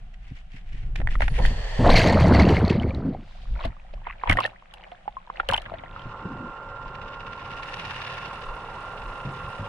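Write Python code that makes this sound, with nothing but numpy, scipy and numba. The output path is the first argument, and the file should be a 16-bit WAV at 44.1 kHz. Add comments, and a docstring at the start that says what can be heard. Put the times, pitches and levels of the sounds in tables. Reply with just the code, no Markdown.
"""A diver steps off a boat

Wind buffets a camera in a plastic housing, gear clacks and spray flies. The plunge drags air under,
and it booms and fizzes as a cloud of bubbles. The housing bobs at the surface, where water slaps it
and single bubbles plink. Under water an electric scooter starts: its gears whine and its propeller
churns and rasps once a turn. We hear it all through two microphone openings, the left and right ports."""
import sys
import numpy as np
from scipy import signal
from scipy.fft import rfft, irfft
from scipy.io import wavfile
from scipy.ndimage import uniform_filter1d
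from numba import njit

SR = 44100
rng = np.random.default_rng(int(sys.argv[2]) if len(sys.argv) > 2 else 0)


def put_to_file(sound):
    """Save the sound as 16-bit audio at rate SR, in the file named by the first command-line argument."""
    columns = np.atleast_2d(sound).T  # one column per channel
    safe = np.clip(columns, -1, 1)
    whole_steps = np.round(safe * 32767)
    wavfile.write(sys.argv[1], SR, whole_steps.astype(np.int16))


N = 426888
TIME = np.arange(N) / SR
TOP_HZ = 15400  # the camera cuts the treble above this

PLUNGE_S, SURFACE_S, DRAIN_S = 1.785, 3.13, 0.17  # the housing goes under, comes up, takes this to drain
THIN_S = 2.413  # the bubble cloud starts to thin out
# rows for big, small, fizz and foam bubbles:
# (delay after the plunge [s], level as thinning starts [dB], growth before [dB/s], fade after [dB/s])
CLOUD_SIZES = [(0.001, -12, 18.5, 27.5), (0.048, -23, -1.5, 34), (0.1, -34.5, 9.5, 37.5),
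               (0.1, -52.5, -7, 37.5)]
# tone of the cloud: (frequency [Hz], level [dB])
CLOUD_TONE = [(35, -30), (60, 19.5), (87, 7.5), (123, 1.5), (186, 2.5), (448, -8.5), (695, -14.5),
              (1420, -25.5), (2110, -21.5), (2420, -29.5), (3660, -36), (4510, -31.5), (5180, -50),
              (11100, -73), (15000, -76.5)]
# pockets of the cloud collapsing into fizz: (time [s], level [dB], time to fade by 60 dB [s])
CLOUD_COLLAPSES = [(1.89, -24.5, 0.87), (1.953, -17, 0.33), (2.062, -28.5, 0.38), (2.195, -29, 0.17),
                   (2.332, -30, 0.21), (2.39, -25, 0.19), (2.483, -29, 0.26), (2.693, -25.5, 0.09)]

RUN_S = (5.65, 9.68)  # the scooter runs from, to
SPIN_UP_S, SPIN_UP_DB = 0.47, 16  # it takes this long to swell by this much
WHINE_DB, CHURN_DB, WAKE_DB = -43.5, -43.5, -45.5
CHURN_DB_PER_TURN = 1.07  # louder for each extra turn a second
RASP_AT_S = 6.891  # one scrape falls here; the rest are whole turns away
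# how fast the propeller spins: (time [s], speed [turns/s])
PROPELLER_SPEED = [(5.6, 15.8), (7.35, 15.8), (7.65, 18), (7.95, 18.2), (8.3, 19)]
# tones of the scooter's gears: (pitch [Hz], level [dB])
GEAR_TONES = [(392, -57.5), (463, -54.5), (516, -50.5), (564, -49.5), (899.5, -48), (1046.5, -46.5),
              (1081, -47.5), (1349, -47.5), (1389.5, -41), (1440.5, -49.5), (1552, -55), (2714, -63)]
# tone of the churned water: (frequency [Hz], level [dB])
CHURN_TONE = [(120, -27.5), (200, 0), (280, -16.5), (322, -19), (393, -8), (433, -6.5), (512, -7.5),
              (711, -7), (807, -3), (1050, -0.5), (1280, -5), (1380, -9), (1620, -15), (2130, -17),
              (2500, -50), (3250, -37), (5500, -120)]
# the propeller rubbing: (time [s], level [dB], unevenness over a turn [0-1])
RASP_LEVELS = [(5.95, -57, 0), (6.75, -59, 0.2), (6.95, -53.5, 0.85), (7.45, -49.5, 0.5), (7.8, -42, 0.58),
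               (8.1, -42, 0.4), (8.55, -52.5, 0.04), (9.68, -50.5, 0)]
# tone of that rubbing: (frequency [Hz], level [dB])
RASP_TONE = [(1500, 0), (1820, 2), (2050, -3.5), (2480, -3), (2780, 4), (3150, -9.5), (3600, -7),
             (4200, -14.5), (5700, -19), (6300, -26.5), (8500, -40), (9900, -31.5), (10700, -47.5),
             (14000, -61)]
# tone of the rumbling wake: (frequency [Hz], level [dB])
WAKE_TONE = [(15, -11), (30, 7), (60, -8.5), (95, -1), (170, -7.5), (250, -13), (350, -14.5), (600, -55),
             (2000, -110)]

# water striking the housing and trapping a bubble:
# (time [s], level [dB], pitch [Hz], time to fade by 60 dB [s], splat strength [dB])
PLINK_HITS = [(1.863, -6, 637, 0.037, -11), (1.941, -8.5, 716, 0.028, -1), (2.062, -6, 603, 0.031, -12),
              (2.675, -15.5, 620, 0.02, -9), (3.605, -31, 1070, 0.043, -6), (3.65, -22, 647, 0.056, -1),
              (3.937, -34, 600, 0.032, -6), (4.069, -19, 960, 0.022, -7), (4.236, -11, 1020, 0.014, -17),
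              (4.273, -21.5, 950, 0.047, 2), (4.297, -8.5, 2190, 0.033, 0), (4.322, -11, 2000, 0.03, -3.5),
              (4.371, -13.5, 1860, 0.028, -6), (4.386, -10, 1080, 0.04, -4), (4.407, -14, 1010, 0.027, -18),
              (4.436, -21, 2780, 0.02, -2), (4.451, -14.5, 1796, 0.039, -0.5), (4.919, -33, 703, 0.077, -3),
              (5.078, -17, 823, 0.034, -14.5), (5.168, -24.5, 1050, 0.051, -29),
              (5.3, -17.5, 1025, 0.016, -19), (5.399, -10, 1380, 0.022, -7),
              (5.489, -20.5, 537, 0.099, 3.5), (5.524, -12.5, 955, 0.023, -12),
              (5.538, -11, 860, 0.031, -20), (5.543, -5.5, 3080, 0.012, -20), (5.579, -13, 3000, 0.013, -8),
              (5.659, -31, 1640, 0.03, 3), (5.719, -23, 654, 0.025, -29), (5.738, -24, 653, 0.038, -4),
              (5.836, -26.5, 720, 0.022, -7.5), (5.962, -28.5, 1290, 0.035, -12)]
# tone of a splat: (frequency [Hz], level [dB])
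SPLAT_TONE = [(180, -53.5), (300, -8.5), (410, -3.5), (705, 9), (1060, -3), (1300, -7), (2110, 2),
              (2430, -8), (3140, -6), (6770, -56), (9000, -37.5), (11700, -47.5), (19800, -120)]
# dull knocks of gear and gulps of air: (time [s], level [dB], pitch [Hz], time to fade by 60 dB [s])
THUMP_HITS = [(0.312, -25, 117, 0.075), (0.542, -28.5, 119, 0.069), (0.742, -31, 111, 0.09),
              (0.995, -19.5, 83, 0.14), (1.159, -26, 121, 0.1), (1.224, -24, 81.5, 0.24),
              (1.398, -15, 101, 0.15), (1.504, -21.5, 84, 0.32), (1.791, -7.5, 116, 0.2),
              (1.859, -1.5, 83, 0.076), (3.936, -42, 80, 0.12), (3.051, -11, 258, 0.054),
              (3.649, -16, 81, 0.11), (4.296, -5, 81, 0.065), (4.321, -21.5, 108, 0.37),
              (5.499, -21.5, 95, 0.17), (6.055, -23.5, 120, 0.13), (6.254, -15, 186, 0.059),
              (9.251, -19.5, 136, 0.25), (9.595, -23, 101, 0.24)]
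# buffeting, louder as air or water passes faster: (time [s], level [dB])
BUFFET_LEVELS = [(0.0, -41), (0.6, -40), (0.7, -30), (1.25, -19), (1.7, -26.5), (2.3, -27), (3.1, -38.5),
                 (4.15, -43), (4.6, -53), (5.7, -50.5)]
# tone of the buffeting: (frequency [Hz], level [dB])
BUFFET_TONE = [(8.8, -34), (15, 13.5), (39, 0), (50, 4), (70, -22.5), (112, -14.5), (258, -34.5),
               (378, -43), (500, -51.5), (650, -78), (1100, -120)]
# pushes on the housing as it falls, plunges, bobs and swings: (middle [s], length [s], level [dB])
PRESSURE_SURGES = [(1.46, 0.14, -16), (1.92, .24, -13), (3.53, 0.16, -24), (3.67, .14, -28),
                   (3.96, 0.13, -36), (4.32, .14, -22.5), (5.53, 0.37, -40), (6.08, .2, -41),
                   (6.87, .14, -40), (8.5, 0.22, -34), (9.07, 0.21, -34)]
# gear clacking as the diver steps off:
# (time [s], level [dB], time to fade by 60 dB [s], ring pitch [Hz], ring strength [dB])
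CLACK_HITS = [(0.956, -38, 0.026, 2400, 0), (1.001, -34, 0.028, 630, 1), (1.015, -32, 0.021, 550, 2.5),
              (1.073, -19, 0.0092, 1820, 9.5), (1.087, -35.5, .02, 1860, 9),
              (1.154, -23.5, 0.0096, 1260, 9.5), (1.206, -19, 0.016, 636, 1), (1.219, -21, 0.06, 1860, -5),
              (1.28, -19, 0.022, 1600, -3.5), (1.451, -17.5, 0.017, 1790, 0)]
# tone of a clack: (frequency [Hz], level [dB])
CLACK_TONE = [(250, -30), (350, -26), (600, -5), (802, -1.5), (1070, -11.5), (1860, -1.5), (4110, -25),
              (5280, -34), (7640, -42), (9680, -38), (14000, -64)]
# spray thrown up by the entry: (time [s], slosh level [dB], hiss level [dB])
SPRAY_LEVELS = [(1.3, -56, -52), (1.374, -47.5, -54), (1.394, -28, -51), (1.446, -41, -36.5),
                (1.536, -42.5, -44), (1.774, -41, -41), (1.798, -26, -38), (1.88, -32, -34.5)]
# tone of the spray: (frequency [Hz], level [dB])
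SPRAY_TONE = [(240, -48.5), (400, -7), (495, -5), (640, -6), (1390, -10.5), (1470, -12.5), (1820, 1),
              (2220, -15), (3190, -11), (3950, -19.5), (4460, -10.5), (4960, -21), (7350, -26.5),
              (11800, -46.5), (15000, -56)]
# air gurgling off the housing: (middle [s], length [s], level [dB], pitch [Hz])
AIR_POCKETS = [(1.884, .06, -16, 760), (1.898, 0.066, -28, 2920), (3.08, .12, -25, 297),
               (3.14, 0.083, -37, 520), (3.627, 0.096, -55, 1330), (3.65, .05, -41, 3200),
               (3.938, .025, -54.5, 3800), (4.094, 0.13, -39.5, 1840), (4.309, 0.08, -25, 1740),
               (4.396, 0.046, -25, 996), (4.44, .07, -37.5, 3000), (5.5, .03, -25.5, 1900),
               (5.544, .07, -29, 1870), (6.37, 0.37, -35, 244), (9.42, 0.32, -40, 115)]
# tiny bubbles bursting close by: (time [s], level [dB], pitch [Hz])
BUBBLE_POPS = [(2.3983, -13, 2130), (2.422, -23, 4300), (2.4527, -23, 2680), (2.548, -27.5, 2880),
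               (2.568, -15.5, 2110), (2.6505, -28, 4080), (2.6806, -25, 4310), (2.699, -23, 2560),
               (2.7986, -28, 3000), (2.833, -28.5, 2170), (2.907, -31.5, 2300), (2.948, -33.5, 3940),
               (4.838, -38, 2900), (5.93, -45, 2760), (5.995, -37.5, 3100), (6.02, -40, 3100)]
# films of water snapping at the ports: (time [s], level [dB])
FILM_SNAPS = [(1.461, -26.5), (3.6527, -34), (4.2955, -20), (4.3108, -24), (4.3277, -24.5), (4.37, -32),
              (4.403, -26), (4.461, -29.5), (4.7383, -37.5), (5.488, -19.5), (5.5124, -25), (5.5345, -23.5),
              (5.5633, -32), (5.5758, -33), (5.618, -38.5)]
# tone of a snap: (frequency [Hz], level [dB])
SNAP_TONE = [(1500, -37), (2800, 10), (4500, -6.5), (6500, -16.5), (9500, -14), (12500, -25), (15000, -35)]

LAP_S, LAP_DB = (3.2, 6.1), -58.5  # the housing bobs from, to; level of the lapping between wavelets
# small waves washing over the housing: (middle [s], length [s], level [dB])
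WAVELETS = [(3.63, 0.22, -42), (4.36, 0.48, -40), (4.85, 0.42, -55.5), (5.37, 0.11, -46),
            (5.62, 0.9, -49.5)]
# tone of the lapping: (frequency [Hz], level [dB])
LAP_TONE = [(120, -50), (200, -20), (268, -39), (346, -4), (447, -14.5), (522, 1.5), (984, -7),
            (1540, -11.5), (2320, -13), (3940, -25.5), (4920, -32), (9120, -45), (12000, -63), (15600, -89),
            (22000, -120)]
# water running off the housing: (middle [s], length [s], level [dB])
RUNOFF_SWELLS = [(3.4, .7, -61)]
# fine bubbles streaming past once the scooter is up to speed: (time [s], level [dB])
STREAM_LEVELS = [(7.2, -89), (7.7, -67.5), (8.6, -70.5), (9.68, -68.5)]
# suit and gear scuffing on the deck: (middle [s], length [s], level [dB])
DECK_SCUFFS = [(0.142, 0.033, -58.5), (.29, 0.27, -58.5), (0.388, 0.1, -56.5), (0.558, 0.16, -54),
               (0.766, 0.35, -55), (0.961, 0.014, -36.5), (0.979, 0.061, -46), (1.129, 0.11, -42.5),
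               (1.232, 0.12, -40.5), (1.371, 0.11, -39.5)]
# tone of a scuff: (frequency [Hz], level [dB])
SCUFF_TONE = [(700, -8), (1300, -7.5), (1900, 4), (2800, 0.5), (4000, -10), (6000, -17.5), (9500, -28),
              (12000, -37), (15000, -73)]
# tone of the sea all round: (frequency [Hz], level [dB])
SEA_TONE = [(88, -30), (150, -2.5), (185, 0), (259, -19.5), (487, -31.5), (729, -6.5), (933, -22),
            (1500, -17.5), (2290, -20.5), (3080, -20.5), (4010, -30), (4870, -34), (10000, -44.5),
            (13000, -81.5), (22000, -120)]
SEA_DB = -60.5


def bubble_cloud():
    """Air dragged under by the body breaks into bubbles of all sizes; the big ones boom."""
    big, small, fizz, foam = (cloud_level(*size) for size in CLOUD_SIZES)
    collapsing = sum(ramp(s, 0.0072) * from_db(db - 60 * np.maximum(TIME - s, 0) / fade_s)
                     for s, db, fade_s in CLOUD_COLLAPSES)
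    clumps = from_db(3 * wander(55))  # the fizz comes in quick clumps
    fizz = np.hypot(fizz * clumps, collapsing)
    foam = np.hypot(foam * clumps, from_db(-13) * collapsing)
    under = PLUNGE_S, SURFACE_S + DRAIN_S
    def layer(swarm, low_hz, high_hz):
        return steady(band(shape_tone(swarm, CLOUD_TONE), low_hz, high_hz, order=4), 0.086)
    boom = layer(bubbles(under, 260, 70.7, 456, cycles=8.3, spread_db=-0.5), 75.4, 520)
    gurgle = layer(bubbles(under, 900, 428, 1475, cycles=14, spread_db=3, wash_db=-6.5), 505, 2170)
    fizzing = layer(bubbles(under, 1300, 1366, 5720, cycles=33, spread_db=2.5, wash_db=0.5), 1600, 5400)
    crackle = layer(bubbles(under, 900, 5100, 14000, cycles=35, spread_db=1.5), 4600, 13000)
    mid = big * boom + small * gurgle + fizz * fizzing + foam * crackle
    side = fizz * unit(band(noise(), 400, 6980, order=1))
    return ports(mid, side, width=0.03)  # flooded, both ports hear nearly the same


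def cloud_level(delay, db, growth, fade):
    """One size of bubble sets in after the plunge, heaves, thins out and stops as the housing drains."""
    under = ramp(PLUNGE_S + delay, 0.015) * (1 - ramp(SURFACE_S, DRAIN_S)) ** 2
    age = np.clip(TIME, PLUNGE_S, SURFACE_S + DRAIN_S) - THIN_S
    heave_db = 1.8 * wander(24.03)
    return under * from_db(db + heave_db + growth * np.minimum(age, 0) - fade * np.maximum(age, 0))


def scooter():
    """Gears whine and the propeller churns and rasps, with a thin hiss above and a rumbling wake below."""
    speed = np.interp(TIME, *np.transpose(PROPELLER_SPEED))
    started = ramp(RUN_S[0], SPIN_UP_S)
    running = (started > 0) * from_db(SPIN_UP_DB * (started - 1))
    rasp = propeller_rasp(speed)
    wake = hold(RUN_S, WAKE_DB) * from_db(1.3 * wander(9)) * steady(shape_tone(noise(), WAKE_TONE))
    whine = from_db(WHINE_DB) * gear_whine()
    churn = propeller_churn(speed)
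    hiss = from_db(-83) * unit(band(noise(), 6900, 8000, order=2))
    return running * (whine + churn + hiss) + rasp + wake


def gear_whine():
    """The gear tones waver together with the motor speed."""
    clock = TIME + np.cumsum(0.001406 * wander(5) + 0.002324 * wander(60)) / SR
    loudest_db = max(db for hz, db in GEAR_TONES)
    out = np.zeros((2, N))
    for hz, db in GEAR_TONES:
        level = from_db(db - loudest_db + 2 * wander(14))
        tone = level * np.sin(2 * np.pi * hz * clock + 0.24 * wander(9))
        # the housing passes the highest tones better to its right port
        out += ports(tone, 0, width=0, pan_db=-7 if hz > 1200 else -1)
    return out


def propeller_churn(speed):
    """The propeller stirs up bubbles, louder the faster it turns."""
    def water():
        swarm = bubbles(RUN_S, 2000, 305, 2645, cycles=15, spread_db=1.5, wash_db=-6)
        return steady(band(shape_tone(swarm, CHURN_TONE), 235, 2100))
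    level = from_db(CHURN_DB + CHURN_DB_PER_TURN * (speed - speed[0]))
    return level * ports(water(), water(), width=0.2, pan_db=-1.8)


def propeller_rasp(speed):
    """The propeller scrapes once a turn, never quite alike, and hums under the load."""
    times, _, unevenness = np.transpose(RASP_LEVELS)
    turns = np.cumsum(speed) / SR
    angle = 2 * np.pi * (turns - np.interp(RASP_AT_S, TIME, turns))
    once_a_turn = np.cos((angle + 0.12 * wander(25)) / 2) ** 8
    quick_rubs = np.cos(6 * angle)
    scrape_db = np.interp(TIME, times, unevenness) * (15 * once_a_turn - 5 + 3.5 * quick_rubs)
    scrape = from_db(scrape_db + 2 * wander(110))
    def grit():
        grains = scrape * bubbles(RUN_S, 2500, 1430, 12000, cycles=6.9, spread_db=3, wash_db=0)
        return steady(band(shape_tone(grains, RASP_TONE), 1520, 14500), 0.1)
    rasp = delay_right(ports(grit(), grit(), width=0.77, pan_db=-0.84), samples=3)
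    hum = np.sin(7 * angle) + 0.5 * np.sin(9 * angle) + 0.5 * np.sin(5 * angle)
    return gains(RASP_LEVELS)[0] * (from_db(2) * rasp + from_db(-5) * hum)


def plinks():
    """Water hits the housing with a splat and traps a bubble that rings, out of step at the two ports."""
    out, t = np.zeros((2, N)), TIME[:SR // 6]
    for s, db, hz, fade_s, splat_db in PLINK_HITS:
        phase = 2 * np.pi * hz * t * (1 + 0.6 * t)  # the pitch climbs a little
        fade = from_db(-60 * t / fade_s) * (1 - np.exp(-(t / 0.00056) ** 2))
        splat = from_db(splat_db - 4.5) * strike(t, rise_s=0.00086, fade_s=0.037)
        mid, side = noise_bursts(splat, SPLAT_TONE)
        mid += fade * np.sin(phase)
        side += fade * np.cos(phase) * rng.choice([-1, 1])
        add(out, s, from_db(db) * ports(mid, side, width=0.87))
    return out


def thumps():
    """Each knock of gear or gulp of air is a low, dull ring with a short burble."""
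    out, t = np.zeros(N), TIME[:SR // 2]
    for s, db, hz, fade_s in THUMP_HITS:
        burble = unit(band(noise(len(t)), 62, 258))
        thump = 0.66 * np.sin(2 * np.pi * hz * t) + 0.3 * burble
        add(out, s, from_db(db) * strike(t, 0.001, fade_s) * thump)
    return out


def buffeting():
    """Slow swirls of air or water press on both ports alike; small gusts differ, unless flooded."""
    swirls = steady(band(shape_tone(noise(), BUFFET_TONE), 5, 1200, order=2), 0.047)
    gusts = unit(band(band(noise(), 20, 90, order=1), 15, 450, order=2))
    pressure = gains(BUFFET_LEVELS)[0] * from_db(1.4 * wander(13)) + swells(PRESSURE_SURGES)
    return pressure * ports(swirls, gusts * (1 - flooded()), width=0.069)


def clacks():
    """Hard plastic and metal strike together: a nasal clack and a very short ring."""
    out, t = np.zeros((2, N)), TIME[:SR // 8]
    for s, db, fade_s, hz, ring_db in CLACK_HITS:
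        fade = strike(t, 0.00043, fade_s)
        mid, side = noise_bursts(fade, CLACK_TONE)
        mid += from_db(ring_db) * fade * np.sin(2 * np.pi * hz * t)
        add(out, s, from_db(db) * ports(mid, side, width=1, pan_db=-1.6))
    return out


def spray():
    """Droplets patter on the sea with a low slosh and a high hiss."""
    slosh, hiss = gains(SPRAY_LEVELS)
    def patter():
        swarm = bubbles(span(SPRAY_LEVELS), 3300, 317, 10600, cycles=4.2, spread_db=1, wash_db=3.5)
        drops = shape_tone(swarm, SPRAY_TONE)
        low, high = steady(band(drops, 345, 980)), steady(band(drops, 1840, TOP_HZ))
        return from_db(-1.5) * slosh * low + hiss * high
    return ports(patter(), patter(), width=0.65)


def gurgles():
    """Each pocket of air breaks into a quick run of bubbles around one pitch."""
    def run(during, hz):
        swarm = bubbles(during, 450 + 0.23 * hz, hz / 2.32, hz * 1.405, cycles=17, spread_db=5)
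        return band(swarm, hz / 2.6, hz * 1.7, order=4)
    out = np.zeros((2, N))
    for s, length, db, hz in AIR_POCKETS:
        during = s - length / 2, s + length / 2
        width = min(hz / 3500, 0.4)  # the shorter the sound wave, the more the ports differ
        out += from_db(db) * swell(s, length) * ports(run(during, hz), run(during, hz), width)
    return out


def pops():
    """Tiny bubbles burst and ring very briefly."""
    s, db, hz = np.transpose(BUBBLE_POPS)
    cycles = np.full(len(hz), 50.)
    return ring((s * SR).astype(np.int64), hz.copy(), cycles, from_db(db + 2), glide=0.089)


def snaps():
    """Drops land and films of water burst right at the ports: a bright tick with spray behind it."""
    out, t = np.zeros((2, N)), TIME[:SR // 8]
    tick = strike(t, rise_s=0.00017, fade_s=0.013)
    wet_tail = from_db(-19) * strike(t, rise_s=0.00017, fade_s=0.1)
    for s, db in FILM_SNAPS:
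        mid, side = noise_bursts(tick + wet_tail, SNAP_TONE)
        add(out, s, from_db(db) * ports(mid, side, width=1))
    return out


def lapping():
    """Small bubbles tinkle in a soft wash round the bobbing housing, louder with each wavelet."""
    def tinkle():
        swarm = bubbles(LAP_S, 160, 650, 4400, cycles=20, spread_db=3.8, wash_db=0)
        return steady(shape_tone(swarm, LAP_TONE), 0.21)
    return (hold(LAP_S, LAP_DB) + swells(WAVELETS)) * ports(tinkle(), tinkle(), width=0.87)


def runoff():
    """A film of water runs off the housing with a soft swish."""
    def swish():
        return unit(band(noise() * from_db(2 * wander(60)), 2200, 4400, order=2))
    return swells(RUNOFF_SWELLS) * ports(swish(), swish(), width=0.8)


def bubble_stream():
    """Fine bubbles stream past with a thin, bright fizz."""
    def fizz():
        swarm = bubbles(span(STREAM_LEVELS), 3000, 3200, 14200, cycles=11, spread_db=5, wash_db=-1)
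        top = from_db(-18) * band(swarm, 10700, 14500, order=2)
        return steady(band(swarm, 3600, 10200, order=6) + top)
    return gains(STREAM_LEVELS)[0] * ports(fizz(), fizz(), width=0.68)


def sea_and_deck():
    """The faint sea, gear scuffing the deck, and a thin hiss that comes and goes as the diver steps off."""
    def layer():
        sea = from_db(SEA_DB) * unit(shape_tone(noise(), SEA_TONE)) * from_db(wander(19))
        hiss = from_db(-66) * swell(1.35, 0.61) * unit(band(noise(), 9200, 9900))
        scuff = unit(shape_tone(noise() * from_db(3.5 * wander(260)), SCUFF_TONE))
        return band(sea, 120, 14000) + hiss + swells(DECK_SCUFFS) * scuff
    return ports(layer(), layer(), width=0.92)


def bubbles(during, per_second, low_hz, high_hz, cycles, spread_db, wash_db=-12):
    """A swarm of ringing bubbles over a wash of noise from those too small to tell apart."""
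    first, last = (int(s * SR) for s in during)
    when, pitch, life, faintness = rng.random((int(per_second * (last - first) / SR), 4)).T
    starts = (first + when * (last - first)).astype(np.int64)
    hz = low_hz * (high_hz / low_hz) ** pitch
    level = from_db(-spread_db * np.log(faintness + 0.01)) * hz / high_hz
    swarm = ring(starts, hz, cycles * (0.5 + life), level, glide=0.24)
    return swarm / swarm[first:last].std() + from_db(wash_db) * noise()


@njit
def ring(starts, hz, cycles, level, glide):
    """Each bubble fades by 60 dB over its cycles, climbing in pitch as it nears the surface."""
    out = np.zeros(N)
    for k in range(len(hz)):
        life, phase = int(cycles[k] * SR / hz[k]), 0.
        for i in range(min(life, N - starts[k])):
            phase += 2 * np.pi * hz[k] / SR * (1 + glide * i / life)
            fade = np.exp(-6.9 * i / life) * (1 - np.exp(-phase / 2))
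            out[starts[k] + i] += level[k] * fade * np.sin(phase)
    return out


def ports(mid, side, width, pan_db=0):
    """Left and right from a shared part (mid) and an opposite part (side); negative pan leans right."""
    left = (mid + width * side) * from_db(pan_db / 2)
    right = (mid - width * side) * from_db(-pan_db / 2)
    return np.array([left, right])


def close_ports(pair):
    """The ports are close, so they share the bass; flooded, they hear nearly the same."""
    mid, side = (pair[0] + pair[1]) / 2, (pair[0] - pair[1]) / 2
    side = band(side, 330, 15000, order=2) * from_db(-21 * flooded())
    return ports(mid, side, width=0.94)


def delay_right(pair, samples):
    """Sound from the left reaches the right port a little later."""
    return np.array([pair[0], np.roll(pair[1], samples)])


def flooded():
    """1 while the housing is inside the bubble cloud, 0 before and after."""
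    return ramp(PLUNGE_S, 0.01) * (1 - ramp(SURFACE_S, DRAIN_S))


def from_db(db):
    """Turn decibels into a number to multiply by (a gain)."""
    return 10 ** (np.asarray(db) / 20)


def unit(x):
    """Scale a sound to an average strength of 1."""
    return x / np.sqrt(np.mean(x ** 2))


def steady(x, seconds=0.28):
    """Even out a sound so its strength stays near 1."""
    k = int(seconds * SR)
    power = uniform_filter1d(uniform_filter1d(x ** 2, k), k // 2)
    return x / np.sqrt(np.abs(power) + 1e-12)


def noise(samples=N):
    """Plain white noise."""
    return rng.standard_normal(samples)


def noise_bursts(fade, tone):
    """Two separate bursts of noise with the same fade and tone."""
    return [shape_tone(noise(len(fade)) * fade, tone) for _ in range(2)]


def wander(per_second):
    """Glide between random values, typically about 1 in size."""
    k = int(SR / per_second)
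    return unit(uniform_filter1d(np.repeat(noise(N // k + 1), k), k)[:N])


def shape_tone(x, tone):
    """Filter a sound to follow a tone table, with no ringing before a hit."""
    hz, db = np.transpose(tone)
    log_hz = np.log(np.fft.rfftfreq(4096, 1 / SR) + 1)
    log_gain = np.log(from_db(np.interp(log_hz, np.log(hz), db)))
    forward_only = np.r_[1, np.full(2047, 2), np.zeros(2048)]
    response = irfft(np.exp(rfft(irfft(log_gain) * forward_only)))
    return signal.fftconvolve(x, unit(response) / np.sqrt(len(response)))[:len(x)]


def band(x, low_hz, high_hz, order=3):
    """Keep what lies between two frequencies."""
    return signal.sosfilt(signal.butter(order, [low_hz, high_hz], "band", fs=SR, output="sos"), x)


def gains(table):
    """Turn a table's dB columns into gains over time, silent outside its span."""
    s, *columns = np.transpose(table)
    inside = np.interp(TIME, [s[0] - 0.03, s[0], s[-1], s[-1] + 0.05], [0, 1, 1, 0])
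    return [inside * from_db(np.interp(TIME, s, db)) for db in columns]


def hold(during, db):
    """One level held between two times."""
    return gains([(s, db) for s in during])[0]


def span(table):
    """A table's first and last time."""
    return table[0][0], table[-1][0]


def ramp(start, length):
    """A straight climb from 0 to 1."""
    return np.clip((TIME - start) / length, 0, 1)


def strike(t, rise_s, fade_s):
    """A quick rise and a fall of 60 dB in fade_s."""
    return from_db(-60 * t / fade_s) * (1 - np.exp(-t / rise_s))


def swell(middle, length):
    """A smooth rise and fall."""
    return np.cos(np.pi * np.clip((TIME - middle) / length, -0.5, 0.5)) ** 2


def swells(table):
    """Add up one swell for each row."""
    return sum(from_db(db) * swell(s, length) for s, length, db in table)


def add(out, s, sound):
    """Mix a sound in at s seconds."""
    i = int(s * SR)
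    out[..., i:i + sound.shape[-1]] += sound[..., :N - i]


def scene():
    """Mix the sounds at the surface with those under water."""
    from_left = delay_right(sea_and_deck() + spray() + clacks(), samples=4)
    surface = close_ports(from_left + runoff() + lapping() + gurgles() + plinks() + snaps())
    return surface + buffeting() + bubble_cloud() + pops() + thumps() + scooter() + bubble_stream()


def record(dry):
    """The camera rounds the loudest peaks and cuts the highest treble."""
    treble_cut = signal.ellip(8, 0.2, 70, TOP_HZ, fs=SR, output="sos")
    return signal.sosfilt(treble_cut, np.tanh(dry))


dry = scene()
out = record(dry)
put_to_file(out)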